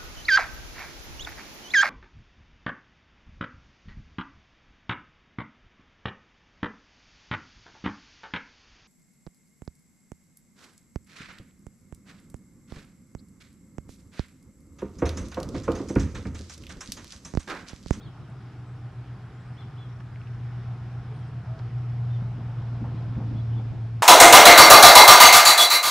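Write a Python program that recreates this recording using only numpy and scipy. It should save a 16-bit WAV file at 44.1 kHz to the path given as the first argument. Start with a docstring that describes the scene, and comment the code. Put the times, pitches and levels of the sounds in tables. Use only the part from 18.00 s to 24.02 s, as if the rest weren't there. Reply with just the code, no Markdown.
"""Heavy diesel rolling past

Outdoors a sixteen-cylinder diesel passes: its exhaust drones as sines locked to the crank and throbs once a turn.
Wheels thump over joints as it comes level: noise blows ring the chassis and loose panels rattle.
Sparrows chirp, soft hums and thin squeals rise far off as gliding sines; an insect buzzes as gated narrow noise.
Shaped noise makes rumble, far tyres, hiss and a light breeze on a small camera's microphone pair; dry ticks click.
"""
import sys
import numpy as np
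from scipy import signal
from scipy.fft import rfft, irfft, next_fast_len
from scipy.io import wavfile
from scipy.ndimage import uniform_filter1d, map_coordinates

SR = 44100
rng = np.random.default_rng(int(sys.argv[2]) if len(sys.argv) > 2 else 0)


def bounce(signal):
    """Save signal as a 16-bit WAV file at the path given by the first command-line argument."""
    frames = np.transpose(np.atleast_2d(signal))
    limited = np.clip(frames, -1, 1)
    pcm = np.round(limited * 32767).astype(np.int16)
    wavfile.write(sys.argv[1], SR, pcm)


N = 265570

# chassis resonances, low to high: centre_hz, width_hz, level_db
CHASSIS = [(57.7, 20, -7), (137, 21, 1.5), (228.4, 60, -2.5), (336, 92, -12.5), (465, 140, -18)]


def amp(db):
    """Decibels to a linear factor."""
    return 10 ** (np.asarray(db) / 20)


def unit(x):
    """x scaled to rms 1."""
    return x / np.sqrt(np.mean(x ** 2) + 1e-20)


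def along(points, hz):
    """Read (Hz, value) points on a log frequency axis."""
    f, v = np.transpose(points)
    return np.interp(np.log(hz + 1), np.log(f + 1), v)


def curves(rows):
    """One value per sample for each column after the time."""
    s, *cols = np.transpose(rows)
    return [np.interp(np.arange(N) / SR, s, c) for c in cols]


def wobble(rate):
    """A smooth random curve, rate knots a second."""
    knots = rng.standard_normal(int(N * rate / SR) + 4)
    return map_coordinates(knots, [np.arange(N) * rate / SR])


def filtered(x, response):
    """x times a complex response of frequency."""
    m = next_fast_len(N + SR // 2)
    return irfft(rfft(x, m) * response(np.fft.rfftfreq(m, 1 / SR)), m)[..., :N]


def resonant(x, modes):
    """x through parallel resonances (centre Hz, width Hz, dB) of alternating sign."""
    def response(f):
        total = 0
        for k, (centre, width, db) in enumerate(modes):
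            damping = 1j * f * width
            total = total + (-1) ** k * amp(db) * damping / (centre * centre - f * f + damping)
        return total
    return filtered(x, response)


def soft(x, corner_hz):
    """Distance and soft contact take the treble away."""
    return filtered(x, lambda f: 1 / (1 + 1j * f / corner_hz) ** 3)


def rush(spectrum, patchy_db):
    """Stereo noise of rms 1 with patches of random gain, its channels less alike toward the treble."""
    # how alike the two microphones hear: frequency_hz, likeness (0-1)
    alike = [(30, 0.95), (120, 1), (300, 0.96), (700, 0.94), (1400, 0.93), (2800, 0.77), (5600, .53),
             (10000, .22)]
    z = signal.stft(rng.standard_normal((2, N)), nperseg=512)[2]
    field = rng.standard_normal(z.shape[1:])
    field = uniform_filter1d(uniform_filter1d(field, 5, 0), 12, 1)  # smooth over pitch, then time
    pair = signal.istft(z * amp(patchy_db * unit(field)), nperseg=512)[1][:, :N]

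    def mid_side(hz):
        angle = np.arccos(np.clip(along(alike, hz), -1, 1)) / 2
        return amp(along(spectrum, hz)) * [np.cos(angle), np.sin(angle)]

    mid, side = filtered(pair, mid_side)
    return unit(np.array([mid + side, mid - side]))


def whistles(notes, flutter_db, waver):
    """Sines on a flat-topped arch through three pitches, soft at both ends and slightly unsteady."""
    out, drift = np.zeros(N), 1 + waver * wobble(90)
    for s, length, crest, first, middle, last, db in notes:
        gone = np.linspace(0, 1, int(length * SR))
        u = np.interp(gone, [0, crest, 1], [-1, 0, 1])  # 0 at the middle pitch
        end_hz = np.where(u < 0, first, last)
        start = int(s * SR)
        hz = (middle + (end_hz - middle) * np.abs(u) ** 2.1) * drift[start:][:len(u)]
        swell = np.sqrt(2 * (1 - u ** 4))
        out[start:][:len(u)] += amp(db) * swell * np.sin(2 * np.pi * np.cumsum(hz) / SR)
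    return out * amp(flutter_db * wobble(70))


def glides(notes):
    """Notes that slide from first to last pitch, passing halfway in the middle."""
    return [(s, length, .5, first, (first + last) / 2, last, db) for s, length, first, last, db in notes]


def echoed(x, t60, wet_db):
    """The direct sound and a decaying scatter of echoes, different in each channel."""
    t = np.arange(SR // 3) / SR
    tail = rng.standard_normal((2, len(t))) * amp(-60 * t / t60)
    tail = tail / np.linalg.norm(tail[0])
    return x + amp(wet_db) * signal.fftconvolve(x[None], tail, axes=1)[:, :N]


def nearing(closest_db, db_per_db):
    """Level in dB of a layer that grows by db_per_db for each dB of the vehicle's nearness."""
    # approach and passing: time_s, nearness_db
    nearness = [(0, -8.5), (1, -7), (2, -6.5), (3, -4), (4, -2), (5, -1), (5.5, -2), (6.03, -4)]
    return closest_db + db_per_db * curves(nearness)[0]


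def exhaust():
    """Firing once per cylinder a turn; unequal cylinders add throbbing neighbour orders and weaker ones."""
    # crankshaft speed: time_s, speed_rpm
    speed = [(0, 451.5), (1.4, 458), (2.4, 450), (3.8, 451.5), (4.5, 443.5), (5.0, 440.6), (5.25, 430.3),
             (5.6, 433), (6.03, 428.3)]
    # firing tone: time_s, level_db
    firing_level = [(0, -48), (.25, -49), (.5, -41), (1.5, -43), (1.8, -37.5), (2.2, -38), (2.4, -33.5),
                    (2.8, -36), (3.3, -37), (3.6, -36.5), (3.75, -28.5), (4.15, -26.5), (4.4, -31),
                    (5, -32), (5.25, -29.5), (5.6, -29), (6.03, -35)]
    # neighbours of the firing tone: time_s, level_db
    uneven_level = [(0, -52), (2.2, -51), (3.8, -46), (4.5, -51), (6.03, -48)]
    # weaker shaft orders, multiple of the turn rate: level_db before the nearing level
    orders = {8: -7.5, 11: -4.5, 13: -4.5, 19: 0.5, 24: -7}
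    cylinders = 16
    crank = 2 * np.pi * np.cumsum(curves(speed)[0]) / 60 / SR
    firing = cylinders * crank
    tone = amp(curves(firing_level)[0] + 1.5 * wobble(7)) * np.cos(firing + 0.11 * wobble(8))
    # the throb shifts between swelling and wavering in pitch
    lag = rng.uniform(0, 2 * np.pi) + 0.68 * wobble(0.78)
    below = amp(.6 * wobble(3.5)) * np.cos(firing + lag - crank)
    above = amp(-2.5 + 4.0 * wobble(12)) * np.cos(firing + lag + crank)
    # the throb comes and goes
    uneven = amp(curves(uneven_level)[0] + 2.5 * wobble(3.1)) * (below + above)
    others = np.zeros(N)
    for k, db in orders.items():
        phase = k * crank + rng.uniform(0, 2 * np.pi) + .5 * wobble(5)
        others += amp(db + 2.1 * wobble(5)) * np.cos(phase)
    shaft = amp(nearing(closest_db=-42.5, db_per_db=1.72)) * others
    sound = np.sqrt(2) * (tone + uneven + shaft)
    # small drifting differences across the pair, in level and in arrival
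    level_side = (.012 + 0.013 * wobble(2.0)) * sound
    arrival_side = (2.0 + 1.2 * wobble(1.5)) * np.gradient(sound)
    side = level_side + arrival_side
    return np.array([sound + side, sound - side])


def wash():
    """Shaped noise: ground rumble, engine growl, casing roar, far tyres, hiss and microphone self-noise."""
    # spectra: frequency_hz, relative_level_db
    rumble = [(10, -50.5), (25, -6.5), (45, 9), (65, 6), (95, 10.5), (125, 10), (170, -47.5), (400, -120)]
    growl = [(40, -89), (100, 5), (130, 3.5), (200, -2.5), (280, -8), (400, -10), (520, -19), (700, -58),
             (1500, -120)]
    roar = [(250, -35), (420, -10), (566, -8), (662, -2.5), (918, -5), (1100, -14), (1430, -38.5),
            (2420, -120)]
    tyres = [(560, -38.5), (950, -11.5), (1060, 1), (1170, -2.5), (1240, 0.5), (1470, -1), (2500, -13.5),
             (3250, -49), (5500, -120)]
    hiss = [(1240, -26.5), (2100, -2.5), (2860, -1), (3220, -2), (4470, -7.5), (5280, -6.5), (7000, -23.5),
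            (9100, -53), (15400, -120)]
    self_noise = [(2500, -92), (5500, -8.5), (7000, -5.5), (9000, -9.5), (11000, -13.5), (12800, -18.5)]
    # tyres on a far road: time_s, level_db
    road = [(0, -60.5), (1.6, -57), (5, -56), (6.03, -58)]
    gust = wobble(6)  # shared slow unsteadiness
    ground_db = nearing(closest_db=-43.5, db_per_db=1.03) + 1.2 * wobble(4)
    block_db = nearing(closest_db=-44, db_per_db=0.54) + 0.73 * gust
    casing_db = nearing(closest_db=-53, db_per_db=0.9) + 0.43 * gust
    road_db = curves(road)[0] + 0.25 * gust
    hiss_db = nearing(closest_db=-61.5, db_per_db=0.61) + 0.5 * gust
    return (amp(ground_db) * rush(rumble, patchy_db=1.5)
            + amp(block_db) * rush(growl, patchy_db=1.1)
            + amp(casing_db) * rush(roar, patchy_db=1.3)
            + amp(road_db) * rush(tyres, patchy_db=1.14)
            + amp(hiss_db) * rush(hiss, patchy_db=1.1)
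            + amp(-77.0) * rush(self_noise, patchy_db=0.2))


def drone():
    """A narrow band of noise that drifts in pitch: slow random curves on a cosine and a sine."""
    # path of the band: time_s, centre_hz, level_db
    path = [(0, 781, -69.5), (2.6, 781.6, -66.5), (3.1, 765, -62), (3.4, 731, -65), (3.7, 770.7, -61),
            (4.3, 699.5, -67), (6.03, 700, -73)]
    width = 80  # random knots per second; more makes a wider band
    hz, db = curves(path)
    phase = 2 * np.pi * np.cumsum(hz) / SR
    return amp(db) * unit(wobble(width) * np.cos(phase) + wobble(width) * np.sin(phase))


def sparrows():
    """Each chirp is a gliding sine with a fainter second voice 1.19 times as high."""
    # chirps: start_s, length_s, middle_share (0-1), first_hz, middle_hz, last_hz, level_db
    chirps = [(.008, .012, .45, 3050, 3300, 3750, -61), (.018, .04, .2, 3700, 3740, 3500, -71),
              (.031, .036, .2, 4400, 4380, 4000, -68.5), (.059, .023, .45, 3550, 3300, 2900, -59),
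              (1.565, .074, .4, 2700, 3500, 2750, -61), (1.768, .1, .27, 2800, 3430, 3220, -61.5),
              (3.795, .04, .46, 3400, 3150, 2950, -74), (4.1, .075, .46, 3500, 3650, 2900, -64),
              (5.358, .05, .46, 3100, 3480, 3300, -63), (5.408, .014, .46, 4150, 3980, 3750, -66),
              (5.524, .02, .46, 2800, 3050, 3350, -64), (5.555, .042, .46, 3400, 3480, 3050, -64.5)]
    upper = np.array(chirps) * [1, 1, 1, 1.19, 1.19, 1.19, 1]
    lower_voice = whistles(chirps, flutter_db=2, waver=.008)
    upper_voice = whistles(upper, flutter_db=4, waver=.014)
    return echoed(lower_voice + amp(-16) * upper_voice, t60=.3, wet_db=-1)


def breeze():
    """Short low buffets of air on the microphone ports, unrelated from port to port."""
    # puffs: centre_s, level_db
    puffs = [(.08, -50), (.22, -52), (5.08, -41.5), (5.74, -38)]
    # buffet spectrum: frequency_hz, relative_level_db
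    buffet = [(20, -14.5), (60, 0.5), (110, 3), (200, -5.5), (350, -15), (800, -41), (2000, -120)]
    half_width_s = 0.032
    t = np.arange(N) / SR
    gusts = sum(amp(db) * np.exp(-((t - s) / half_width_s) ** 2) for s, db in puffs)
    noise = rng.standard_normal((2, N))
    return gusts * unit(filtered(noise, lambda hz: amp(along(buffet, hz))))


def insect():
    """Wing strokes about 28 times a second swell and thin a narrow resonance of noise."""
    # buzzes: start_s, level_db
    bursts = [(.13, -79), (.42, -80), (1.25, -85), (1.52, -77), (1.86, -76), (2.2, -76), (2.56, -83),
              (2.89, -77), (3.17, -81), (3.445, -80), (3.76, -76), (4.65, -81)]
    burst_s, edge_s = .16, .007
    t = np.arange(N) / SR
    gate = np.zeros(N)
    for s, db in bursts:
        to_edge_s = np.minimum(t - s, s + burst_s - t)
        gate += amp(db) * np.clip(to_edge_s / edge_s, 0, 1)
    strokes = 1 + .7 * np.cos(2 * np.pi * 28.5 * t + .8 * wobble(3))
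    buzz = resonant(rng.standard_normal((2, N)), [(5480, 300, 0)])
    buzz = resonant(buzz, [(5520, 300, 0)])
    return gate * strokes * unit(buzz)


def ticks():
    """Dry clicks: fast-dying sines, each with a broad snap of noise."""
    # clicks: start_s, level_db, centre_hz, t60_ms
    clicks = [(.299, -44, 10500, 3.6), (.302, -44, 8000, 3.6), (2.004, -36, 3000, 2),
              (2.0073, -31, 1389, 4), (2.159, -36.5, 2200, 5), (2.2155, -39.5, 2650, 7),
              (2.2723, -40.5, 2690, 7), (3.592, -30, 4800, 1.5), (3.597, -26.5, 1300, 2.5),
              (5.155, -38, 2170, 4)]
    out, t = np.zeros(N), np.arange(SR // 50) / SR
    for s, db, hz, t60_ms in clicks:
        snap = np.sin(2 * np.pi * hz * t) + .15 * rng.standard_normal(len(t))
        out[round(s * SR):][:len(t)] += amp(db - 60 * t * 1e3 / t60_ms) * snap
    return echoed(soft(out, corner_hz=5540), t60=0.039, wet_db=-5.5)


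def hums():
    """Soft steady or gently gliding sines."""
    # hums: start_s, length_s, first_hz, last_hz, level_db
    notes = [(.3, 0.96, 299, 299, -60.5), (1.5, 0.59, 297, 302.7, -64), (3.07, 0.088, 423, 437, -55.5),
             (3.48, .12, 632, 671, -51), (3.8, 0.25, 745, 722, -61)]
    return whistles(glides(notes), flutter_db=.8, waver=.003)


def squeals():
    """Thin, high rising sines with a flutter in level."""
    # squeals: start_s, length_s, first_hz, last_hz, level_db
    notes = [(.515, .04, 6750, 6850, -83), (.56, .07, 7350, 7650, -86), (.65, .08, 7750, 7950, -82),
             (1.32, .055, 7050, 7200, -82), (1.38, .05, 7350, 7900, -86), (1.435, .12, 8000, 8300, -83),
             (3.13, .08, 8650, 8900, -81), (3.24, .06, 8150, 8500, -84), (5.72, .05, 6750, 6800, -80)]
    return whistles(glides(notes), flutter_db=3.5, waver=.005)


def shudder():
    """Between the blows the chassis drones in lumps: noise through its upper resonances."""
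    peak_s, peak_db = 5.3, -44
    swell_db_per_s, fade_db_per_s = 16, 15
    ring = resonant(rng.standard_normal((2, N)), CHASSIS[2:])
    ring = resonant(ring, [(227, 130, 0)])
    pair = ring[0] + 0.23 * np.array([ring[1], -ring[1]])
    since = np.arange(N) / SR - peak_s
    level_db = peak_db + np.minimum(swell_db_per_s * since, -fade_db_per_s * since)
    return amp(level_db + 3.0 * wobble(12)) * unit(pair)


def thumps():
    """Each wheel blow shakes the chassis; loose panels rattle a moment later."""
    # blows at the joints: start_s, level_db, rattle_db (added to level_db for the panels)
    joints = [(4.217, -28, -29.5), (4.376, -29, -21.5), (4.581, -36.5, -12.5), (4.813, -21.5, -15),
              (4.934, -27.5, -34), (4.969, -36, -12), (5.161, -23.5, -23), (5.174, -25.5, -15),
              (5.2, -31, -29), (5.322, -28.5, -23), (5.567, -27, -19.5), (5.723, -31, -34)]
    # loose panels: centre_hz, width_hz, level_db
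    panels = [(510, 110, 0), (829, 100, 0), (1030, 160, -4)]
    rattle_delay_s = .027
    blows, rattles, t = np.zeros(N), np.zeros(N), np.arange(SR // 5) / SR
    for s, db, rattle_db in joints:
        push, shake = rng.standard_normal((2, len(t)))
        push = (1 - np.exp(-t / 0.0026)) * (push + 1.9 * np.exp(-t / 0.0014))  # soft onset, one-way shove
        blows[round(s * SR):][:len(t)] += amp(db + 21.5 - 60 * t / 0.1) * push
        late = round((s + rattle_delay_s) * SR)
        rattles[late:][:len(t)] += amp(db + rattle_db + 17 - 60 * t / 0.2) * shake
    body = soft(resonant(blows, CHASSIS), corner_hz=700)
    loose = soft(resonant(rattles, panels), corner_hz=2210)
    return echoed(body + loose, t60=0.86, wet_db=-21.5)


def scene():
    """Vehicle, road, birds, insect and breeze together."""
    vehicle = exhaust() + wash() + drone() + shudder() + thumps()
    far = echoed(squeals() + hums(), t60=0.24, wet_db=-13.0)
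    return vehicle + sparrows() + breeze() + insect() + ticks() + far


def record(dry):
    """The camera keeps nothing above its band limit; the last few milliseconds fade out."""
    top_hz, fade_s = 12950, .004
    fade = np.clip(np.arange(N)[::-1] / (fade_s * SR), 0, 1)
    margin = SR // 8  # mirrored ends keep the filter from wrapping round
    wide = np.pad(dry * fade, ((0, 0), (margin, margin)), mode="reflect")
    kept = np.fft.rfftfreq(wide.shape[1], 1 / SR) < top_hz
    return irfft(rfft(wide) * kept, wide.shape[1])[:, margin:][:, :N]


dry = scene()
out = record(dry)
bounce(out)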